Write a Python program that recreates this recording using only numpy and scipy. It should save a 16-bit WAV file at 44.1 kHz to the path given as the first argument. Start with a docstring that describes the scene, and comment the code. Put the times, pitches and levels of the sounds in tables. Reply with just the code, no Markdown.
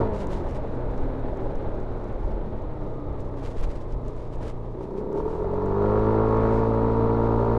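"""A single-cylinder scooter shuts its throttle, coasts through a bend and pulls away; microphone at the
rider's helmet, in the open air. Under power each firing thumps the exhaust, honks the airbox and barks
off the panels; on the overrun the engine only burbles and the drive whines. Tyres and air roar underneath,
wind buffets the microphone, and the rider's gear rustles and ticks close by. Short dull knocks sound while
it coasts, then hard, ragged firings as it pulls away; near the end a car passes two metres off."""
import sys
import numpy as np
from scipy import signal
from scipy.fft import rfft, irfft, next_fast_len
from scipy.io import wavfile
from scipy.ndimage import uniform_filter1d, map_coordinates

SR = 44100
rng = np.random.default_rng(int(sys.argv[2]) if len(sys.argv) > 2 else 0)


def inscribe(sig):
    """Save sig as 16-bit PCM at rate SR to the path in sys.argv[1].

    A 1-D sig is mono; a 2-D sig holds one channel per row.
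    Samples are clipped to [-1, 1] before scaling.
    """
    pcm = np.round(np.clip(np.atleast_2d(sig).T, -1, 1) * 32767)
    wavfile.write(sys.argv[1], SR, pcm.astype(np.int16))


N = 334278
TIME = np.arange(N) / SR

# engine speed: time_s, firing_hz
FIRING_RATE = [(0, 56.8), (.21, 49.4), (.36, 44.3), (.59, 41), (1.15, 39.4), (1.65, 38.3), (2.2, 35.6),
               (2.45, 34.4), (3.2, 31.3), (4.1, 29.6), (4.75, 28.6), (5.03, 33.1), (5.3, 40.6),
               (5.55, 46.4), (5.8, 50.7), (6.02, 53.7), (6.25, 54.85), (6.6, 55.9), (7.58, 57.45)]
# the throttle shuts, opens after the bend, then eases a little: time_s, load_db
ENGINE_LOAD = [(0, 3), (.09, -14.5), (.25, -11.5), (.42, -8.5), (.6, -23.5), (4.66, -27), (4.78, -9),
               (4.92, -3), (5.05, -3.5), (5.19, 1.5), (5.3, -2.5), (5.7, -1), (5.85, 2.5), (6.5, 1.5),
               (6.7, -0.54), (7.58, -0.5)]
# the scooter's pace: time_s, speed_kmh
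ROAD_SPEED = [(0, 64), (.8, 65), (1.6, 62.2), (2.3, 58.5), (2.75, 54.3), (3.3, 48.9), (4, 44), (5.3, 36),
              (7.58, 46)]
# gusts around the helmet: centre_s, half_width_s, buffet_db, roar_db
WIND_GUSTS = [(0, 0.13, -32, -29), (0.98, 0.12, -24.5, -38.5), (1.27, 0.076, -34, -35.5),
              (1.65, 0.28, -30.5, -38.5), (2.29, 0.084, -26.5, -51), (3.643, 0.077, -21.5, -37),
              (3.944, 0.045, -26.5, -54), (4.43, 0.076, -30, -35), (6.506, 0.16, -34, -42)]


def amp(db):
    """Decibels to gain."""
    return 10 ** (np.asarray(db) / 20)


def unit(x):
    """Scales to rms 1."""
    return x / np.sqrt(np.mean(x ** 2) + 1e-20)


def curves(rows):
    """Each column of a time table at every sample."""
    times, *columns = np.transpose(rows)
    return [np.interp(TIME, times, column) for column in columns]


def response(spectrum, hz):
    """Gain of a spectrum at hz, falling 30 dB in the octave beyond each end."""
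    freqs, db = np.transpose(spectrum)
    freqs, db = np.r_[freqs[0] / 2, freqs, freqs[-1] * 2], np.r_[db[0] - 30, db, db[-1] - 30]
    return amp(np.interp(np.log(hz + 1e-3), np.log(freqs), db))


def colour(x, spectrum):
    """Filters x by a spectrum."""
    size = next_fast_len(N)
    return irfft(rfft(x, size) * response(spectrum, np.fft.rfftfreq(size, 1 / SR)), size)[:N]


def wander(rate_hz):
    """Smooth random motion of rms 1."""
    knots = rng.standard_normal(8192)
    return unit(np.interp(TIME * rate_hz * 2, np.arange(len(knots)), knots))


def swell(centre_s, half_width_s):
    """A bell-shaped rise and fall of height 1."""
    return np.exp(-((TIME - centre_s) / half_width_s) ** 2)


def per_firing(cycles):
    """Glides to a new random value each cycle."""
    return np.interp(cycles, np.arange(N), rng.standard_normal(N))


def by_speed(cruise_db, per_octave, cruise_kmh=65):
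    """Level in dB of a sound that grows with road speed."""
    return cruise_db + per_octave * np.log2(curves(ROAD_SPEED)[0] / cruise_kmh)


def rev_octaves(pulling_hz=56):
    """Engine speed in octaves above pulling revs."""
    return np.log2(curves(FIRING_RATE)[0] / pulling_hz)


def by_engine(pulling_db, per_octave, per_load):
    """Level in dB of a sound that grows with revs and load."""
    return pulling_db + per_octave * rev_octaves() + per_load * curves(ENGINE_LOAD)[0]


def hum(hz, orders, waver, flutter_db=1.5):
    """A turning part: wavering lines on multiples of its speed; orders lists multiple, level_db."""
    turns = np.cumsum(hz * (1 + waver * wander(60))) / SR
    return unit(sum(amp(db + flutter_db * wander(6.5)) * np.sin(2 * np.pi * k * turns) for k, db in orders))


def pulses(cycles, hz, spectrum, smear_rad, first, last, tilt_db=0, odd_db=0, sway_db=0):
    """Firing pulses ring a resonant body; harmonics first to last can sway as the rider's head moves."""
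    grid = np.fft.fftfreq(8192, 1 / SR)
    minimum_phase = -signal.hilbert(np.log(response(spectrum, abs(grid)))).imag
    frames = np.arange(0, N, 256)
    multiples = np.arange(first, last + 1)[:, None]
    harmonic_hz = multiples * hz[frames]
    phases = np.interp(harmonic_hz, grid[grid >= 0], minimum_phase[grid >= 0])
    phases += smear_rad * rng.standard_normal(multiples.shape)
    sway = unit(uniform_filter1d(uniform_filter1d(rng.standard_normal(phases.shape), 30), 20))
    odd = (multiples % 2 == 1) & (multiples > 1)
    brightening_db = np.log2(multiples) * (tilt_db * np.ones(N))[frames]
    gains = response(spectrum, harmonic_hz) * amp(brightening_db + odd_db * odd + sway_db * sway)
    gains /= np.sqrt((gains ** 2).sum(0) / 2)  # rms 1 at any revs
    angle = 2 * np.pi * (cycles % 1)
    return sum(np.interp(TIME, TIME[frames], gain) * np.cos(k * angle + np.interp(TIME, TIME[frames], phase))
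               for k, (gain, phase) in enumerate(zip(gains, phases), first))


def puffs(cycles, spectrum, fall_db, shift=1):
    """Turbulent gas bursts out once a cycle and dies away; shift scales its resonances."""
    clock = np.cumsum(shift * np.ones(N)) / SR
    bursts = rng.standard_normal(N) * amp(-fall_db * (np.interp(TIME, clock, cycles) % 1))
    return unit(map_coordinates(colour(bursts, spectrum), [clock * SR], mode="mirror"))


def crackle(spectrum, per_s, spread_db):
    """Random tiny snaps, a few much larger than the rest, filtered by a spectrum."""
    sizes = amp(spread_db * np.minimum(rng.exponential(1, N), 2.8))
    snaps = (rng.random(N) < per_s / SR) * sizes * rng.choice([-1, 1], N)
    return unit(colour(snaps, spectrum))


def road_roar():
    """Tyre and air roar grows with speed, swells in gusts and flutters with turbulence at the helmet."""
    roar_spectrum = [(30, 9.5), (70, 7), (150, -3.5), (300, -1.5), (500, -2), (620, -2), (730, -10),
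                     (850, -6.5), (1100, -17.5), (1450, -24), (2100, -29), (2900, -38), (4000, -40),
                     (5000, -52), (13000, -69)]  # tyres and air: freq_hz, level_db
    roar = unit(colour(rng.standard_normal(N) * amp(wander(35)), roar_spectrum))
    gusts = sum(amp(db) * swell(s, width) for s, width, _, db in WIND_GUSTS)
    return np.hypot(amp(by_speed(-31.5, per_octave=12.5)), gusts) * roar


def wind_buffet():
    """Lumps of air pressure on the microphone: headwind plus gusts, with a lull as the bend ends."""
    buffet_spectrum = [(5, 2), (16, 6.5), (30, 2), (55, -6.5), (85, -18.5), (140, -24), (400, -53)]  # pressure on the microphone: freq_hz, level_db
    lumps = unit(colour(rng.standard_normal(N), buffet_spectrum))
    lumps /= np.sqrt(uniform_filter1d(lumps ** 2, SR // 6) + 1e-6)  # evens out slow swings
    gusts = sum(amp(db) * swell(s, width) for s, width, db, _ in WIND_GUSTS)
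    lull_db = -6 * swell(4.9, .22)
    return np.hypot(amp(by_speed(-30.5, per_octave=3.3) + lull_db), gusts) * lumps


def passing_car(closest_s=6.48, closest_m=2.0, closing_m_per_s=21, closest_db=-45.5):
    """The tyres of a car in the other lane swell and fade with distance."""
    tyre_swish = [(500, -9), (1000, 1.5), (1500, 1), (2200, -5.5), (3200, -22), (6000, -38.5)]  # freq_hz, level_db
    distance_m = np.hypot(closest_m, closing_m_per_s * (TIME - closest_s))
    return amp(closest_db) * closest_m / distance_m * unit(colour(rng.standard_normal(N), tyre_swish))


def fabric_rustle():
    """Close to the microphone, fabric rubs in short gritty bursts and rustles as the rider shifts."""
    fabric_spectrum = [(500, -11), (1200, 15), (1900, 9), (3800, 2.5), (5000, 0), (7000, -4),
                       (10000, -11.5), (12500, -22.5), (15000, -28)]  # rubbing cloth: freq_hz, level_db
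    rubs = [(0.155, 0.043, -53), (0.209, 0.066, -49), (0.326, 0.046, -47), (0.367, 0.086, -53),
            (0.496, .06, -56.5), (0.56, 0.042, -52), (3.205, 0.051, -61), (3.392, 0.047, -57.5),
            (3.459, 0.056, -49), (3.512, 0.048, -55.5), (3.59, 0.062, -52), (3.638, 0.029, -45.5),
            (3.711, 0.027, -52), (3.763, 0.021, -51.5), (3.815, 0.03, -56), (3.918, 0.05, -58),
            (4.339, 0.044, -57), (4.438, 0.05, -50.5), (4.49, 0.05, -50), (4.834, 0.074, -59.5),
            (4.984, 0.034, -57), (6.553, 0.07, -58)]  # brief rubs: centre_s, width_s, level_db
    fidgets = [(.42, .3, -64), (3.728, 0.13, -60.5), (4.077, 0.048, -62), (4.207, 0.074, -61.5),
               (4.592, 0.3, -69), (5.187, 0.035, -57.5), (5.33, 0.076, -59), (6.503, 0.11, -63)]  # faint spells of rustling: centre_s, half_width_s, level_db
    rubbing = sum(amp(db) * swell(s, width / 2) for s, width, db in rubs)
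    fidgeting = sum(amp(db) * swell(s, width) for s, width, db in fidgets) * amp(.5 * wander(19))
    return np.hypot(rubbing, fidgeting) * crackle(fabric_spectrum, per_s=4000, spread_db=5.5)


def fasteners(tick_gain_db=10.5, decay_s=.0002):
    """The rider's fasteners rattle in the airflow and with the engine's shaking; a few tick sharply."""
    rattle_spectrum = [(2000, -26.5), (4500, 1.5), (7000, -4.5), (9000, -10.5), (11000, -14), (13000, -29)]  # small fasteners: freq_hz, level_db
    ticks = [(0.191, -53, 5990), (0.2712, -45, 6860), (0.511, -54, 6500), (0.9785, -53, 5750),
             (1.373, -55, 6170), (1.5558, -51, 6000), (1.803, -58, 6360), (2.043, -56, 5930),
             (2.6222, -59, 6010), (3.205, -53, 7200), (3.613, -57, 10500), (3.924, -53, 5850),
             (4.0826, -49, 6770), (4.357, -56, 7000), (5.1292, -53.5, 6030), (5.6604, -53.5, 6700),
             (6.3714, -53.5, 5800)]  # single sharp ticks: start_s, level_db, pitch_hz
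    airflow = amp(by_speed(-76.5, per_octave=5.8))
    shaking = amp(by_engine(-74, per_octave=10, per_load=.5))
    out = np.hypot(airflow, shaking) * amp(2.2 * wander(12))
    out *= crackle(rattle_spectrum, per_s=700, spread_db=4)
    age = TIME[:1000]
    for s, db, hz in ticks:
        ring = np.exp(-age / decay_s) * np.sin(2 * np.pi * hz * age)
        out[round(s * SR):][:len(age)] += amp(db + tick_gain_db) * ring
    return out


def knocks_and_hard_firings(gain_db=2, rise_s=.0007, decay_s=.004):
    """Short dull knocks while coasting, then hard, ragged firings pulling away; each rings briefly."""
    knocks = [(0.585, -24, 600), (0.8, -29, 611), (1.33, -24.5, 592), (1.458, -25, 584),
              (2.248, -35.5, 730), (4.812, -33, 538), (5.012, -31, 540), (5.327, -33, 814),
              (5.445, -26, 616), (5.535, -22, 560)]  # dull knocks, from 4.8 s hard firings: start_s, level_db, pitch_hz
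    ring_modes = [(1, 1.5), (1.45, -8.5), (2.05, -18.5)]  # partials of each ring: pitch_multiple, level_db
    out, age = np.zeros(N), TIME[:SR // 20]
    envelope = (1 - np.exp(-age / rise_s)) * np.exp(-age / decay_s)
    for s, db, hz in knocks:
        ring = sum(amp(mode_db) * np.sin(2 * np.pi * k * hz * age) for k, mode_db in ring_modes)
        out[round(s * SR):][:len(age)] += amp(db + gain_db) * envelope * ring
    return out


def drive(gear_hz_per_kmh=23.17):
    """The belt drive hums on two falling notes; the gears whine and sizzle, following road speed."""
    belt_hum = [(.3, 139.8, -53, -57), (1, 132.7, -40, -46), (1.3, 129.8, -43.5, -40.5),
                (1.7, 126.5, -51, -43.5), (2, 120.1, -60, -49), (2.45, 108.5, -43.5, -55),
                (2.8, 101.1, -49, -43.5), (3.3, 92.6, -55, -44.5), (3.8, 85.4, -64, -56),
                (4.6, 75.4, -80, -80)]  # time_s, base_hz, second_harmonic_db, third_harmonic_db
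    gear_cover = [(1050, -59.5), (1200, -53.5), (1330, -62), (1480, -65.5)]  # how loudly the cover rings: pitch_hz, level_db
    gear_sizzle = [(2700, -23.5), (3300, -2), (3570, 6), (3720, 2), (3900, 5), (4030, -7), (4200, 1.5),
                   (4400, -11), (5000, -22)]  # freq_hz, level_db
    belt_hz, second_db, third_db = curves(belt_hum)
    belt = amp(second_db) * hum(belt_hz, [(2, 0)], waver=.006)
    belt += amp(third_db) * hum(belt_hz, [(3, 0)], waver=.005)
    gear_hz = gear_hz_per_kmh * curves(ROAD_SPEED)[0]
    whine = response(gear_cover, gear_hz) * hum(gear_hz, [(1, 0)], waver=.04)
    sizzle = amp(by_speed(-75.5, per_octave=3.9)) * unit(colour(rng.standard_normal(N), gear_sizzle))
    return belt + whine + sizzle


def overrun(cycles, hz, load_db, shut_db=-5.5):
    """A note runs down as the throttle snaps shut; a burble takes over once the load is below shut_db."""
    burble_spectrum = [(30, -9.5), (65, -21), (95, -1.5), (118, -0.5), (135, 2), (152, -13.5), (200, -16),
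                       (265, -13.5), (305, -12.5), (360, -9.5), (480, -9), (540, -24.5), (610, -14.5),
                       (700, -27.5), (950, -23.5), (1500, -32)]  # the coasting engine: freq_hz, level_db
    run_down_orders = [(8, 5), (10.1, -1), (12.1, 0), (17, -11)]  # lines of the falling note: firing_multiple, level_db
    shut = 1 / (1 + amp(load_db - shut_db) ** 2)
    burble_db = by_engine(-34.5, per_octave=3.43, per_load=0) + 1.5 * wander(6)
    burble = pulses(cycles, hz, burble_spectrum, smear_rad=1.53, first=1, last=44, sway_db=1.8)
    run_down = amp(-33) * swell(.03, .22) * hum(hz, run_down_orders, waver=.0032)
    return shut * amp(burble_db) * burble + run_down


def gas_rush(blowdown):
    """Exhaust gas hisses out, pulsing slightly with each firing."""
    rush_spectrum = [(90, -8), (320, -0.5), (490, 0.5), (590, 2.5), (710, -3.5), (920, -4.5), (1300, -9),
                     (1500, -18.5), (2100, -26.5), (3000, -36.5), (4100, -35.5), (5000, -45), (7000, -52.5),
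                     (13000, -78)]  # gas noise: freq_hz, level_db
    return amp(by_engine(-31.5, per_octave=17, per_load=.53)) * puffs(blowdown, rush_spectrum, fall_db=1)


def panel_bark(blowdown, hz, load_db, rough, uneven_db=1.2):
    """Firings bark off the panels: ragged cracks at low revs, firming into a tone as the revs rise."""
    bark_spectrum = [(740, -30.5), (790, -13.5), (840, -1.5), (885, 7.5), (915, 6.5), (965, 7.5),
                     (1010, -1.5), (1060, -20.5), (1100, 6), (1160, -9.5), (1210, -2.5), (1240, -7),
                     (1275, -3), (1315, -14), (1365, -2.5), (1420, -12), (1530, -22), (1630, -28),
                     (1720, -18.5), (1900, -34), (3400, -52.5)]  # the firm tone: freq_hz, level_db
    rasp_spectrum = [(740, -28), (850, 0.5), (940, 5.5), (1020, -9), (1110, -10.5), (1350, -23.5),
                     (1500, -31.5), (2400, -35.5)]  # the ragged cracks: freq_hz, level_db
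    tilt_db = 2.8 * np.clip(load_db, -2.5, 2.5)  # per octave: brighter under load
    tone = pulses(blowdown, hz, bark_spectrum, smear_rad=.3, first=10, last=64, tilt_db=tilt_db)
    cracks = puffs(blowdown, rasp_spectrum, fall_db=36)
    level_db = by_engine(-34, per_octave=11.5, per_load=.83) + uneven_db * per_firing(blowdown)
    return amp(level_db) * (1.2 * (1 - rough) * tone + 1.3 * rough * cracks)


def airbox_honk(intake, hz, rough, airbox_hz=425):
    """Each intake pulse rings the airbox, breathier and more uneven at low revs."""
    airbox_spectrum = [(200, -10), (270, -17.5), (335, -11.5), (380, -11.5), (420, -1.5), (452, -3.5),
                       (478, -6.5), (503, -23.5), (530, -12.5), (560, -15), (610, -25.5), (680, -25.5),
                       (740, -20.5), (800, -41.5)]  # its resonances before shifting: freq_hz, level_db
    honk_pitch = [(0, 430), (.3, 363.1), (4.78, 360), (4.92, 388), (5.2, 411.5), (5.5, 403), (5.75, 396),
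                  (6.1, 425.2), (6.6, 433)]  # climbs as the throttle opens: time_s, pitch_hz
    shift = curves(honk_pitch)[0] / airbox_hz
    tone = pulses(intake, hz / shift, airbox_spectrum, smear_rad=.6, first=6, last=22, sway_db=1.8)
    breath = puffs(intake, airbox_spectrum, fall_db=8, shift=shift)
    level_db = by_engine(-25.5, per_octave=5.8, per_load=1) + 1.5 * rough * per_firing(intake)
    return amp(level_db) * (tone + 1.4 * rough * breath)


def exhaust_thump(blowdown, hz):
    """Each firing thumps the silencer; the crank turns twice per firing, so odd overtones are weaker."""
    silencer = [(40, -5.5), (56, -1), (85, 0.5), (112, 3.5), (145, 2), (170, -2), (195, -0.5), (226, 0),
                (245, -6), (268, 0.5), (283, 6.5), (295, -7)]  # its resonances: freq_hz, level_db
    thump = pulses(blowdown, hz, silencer, smear_rad=.81, first=1, last=5, odd_db=-9)
    return amp(by_engine(-24, per_octave=22.6, per_load=.44)) * thump


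def engine():
    """One cylinder below the rider: its firing cycle times the thump, honk, bark, gas rush and burble."""
    hz, = curves(FIRING_RATE)
    load_db, = curves(ENGINE_LOAD)
    cycles = np.cumsum(hz) / SR + .00023 * wander(22)  # no two cycles take quite the same time
    strength = amp(.48 * wander(25))  # nor burn quite alike
    blowdown, intake = cycles - .68, cycles - .03  # counted from the opening of each valve
    rough = np.clip(.1 - .62 * rev_octaves(), 0, 1)  # ragged at low revs
    power = exhaust_thump(blowdown, hz) + airbox_honk(intake, hz, rough)
    power += panel_bark(blowdown, hz, load_db, rough)
    return strength * power + gas_rush(blowdown) + overrun(cycles, hz, load_db)


def scene():
    """The scooter, its wind and one passing car, in mono at the rider's helmet."""
    scooter = engine() + drive() + knocks_and_hard_firings()
    return (scooter + road_roar() + passing_car() + wind_buffet() + fabric_rustle() + fasteners())[None]


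def record(dry):
    """The recorder's band limit, with ends eased over a few milliseconds."""
    eased = dry * signal.windows.tukey(N, .0015)
    lowpass = signal.firwin(511, cutoff=14800, window=("kaiser", 9), fs=SR)
    return signal.oaconvolve(eased, lowpass[None], "same")


dry = scene()
out = record(dry)
inscribe(out)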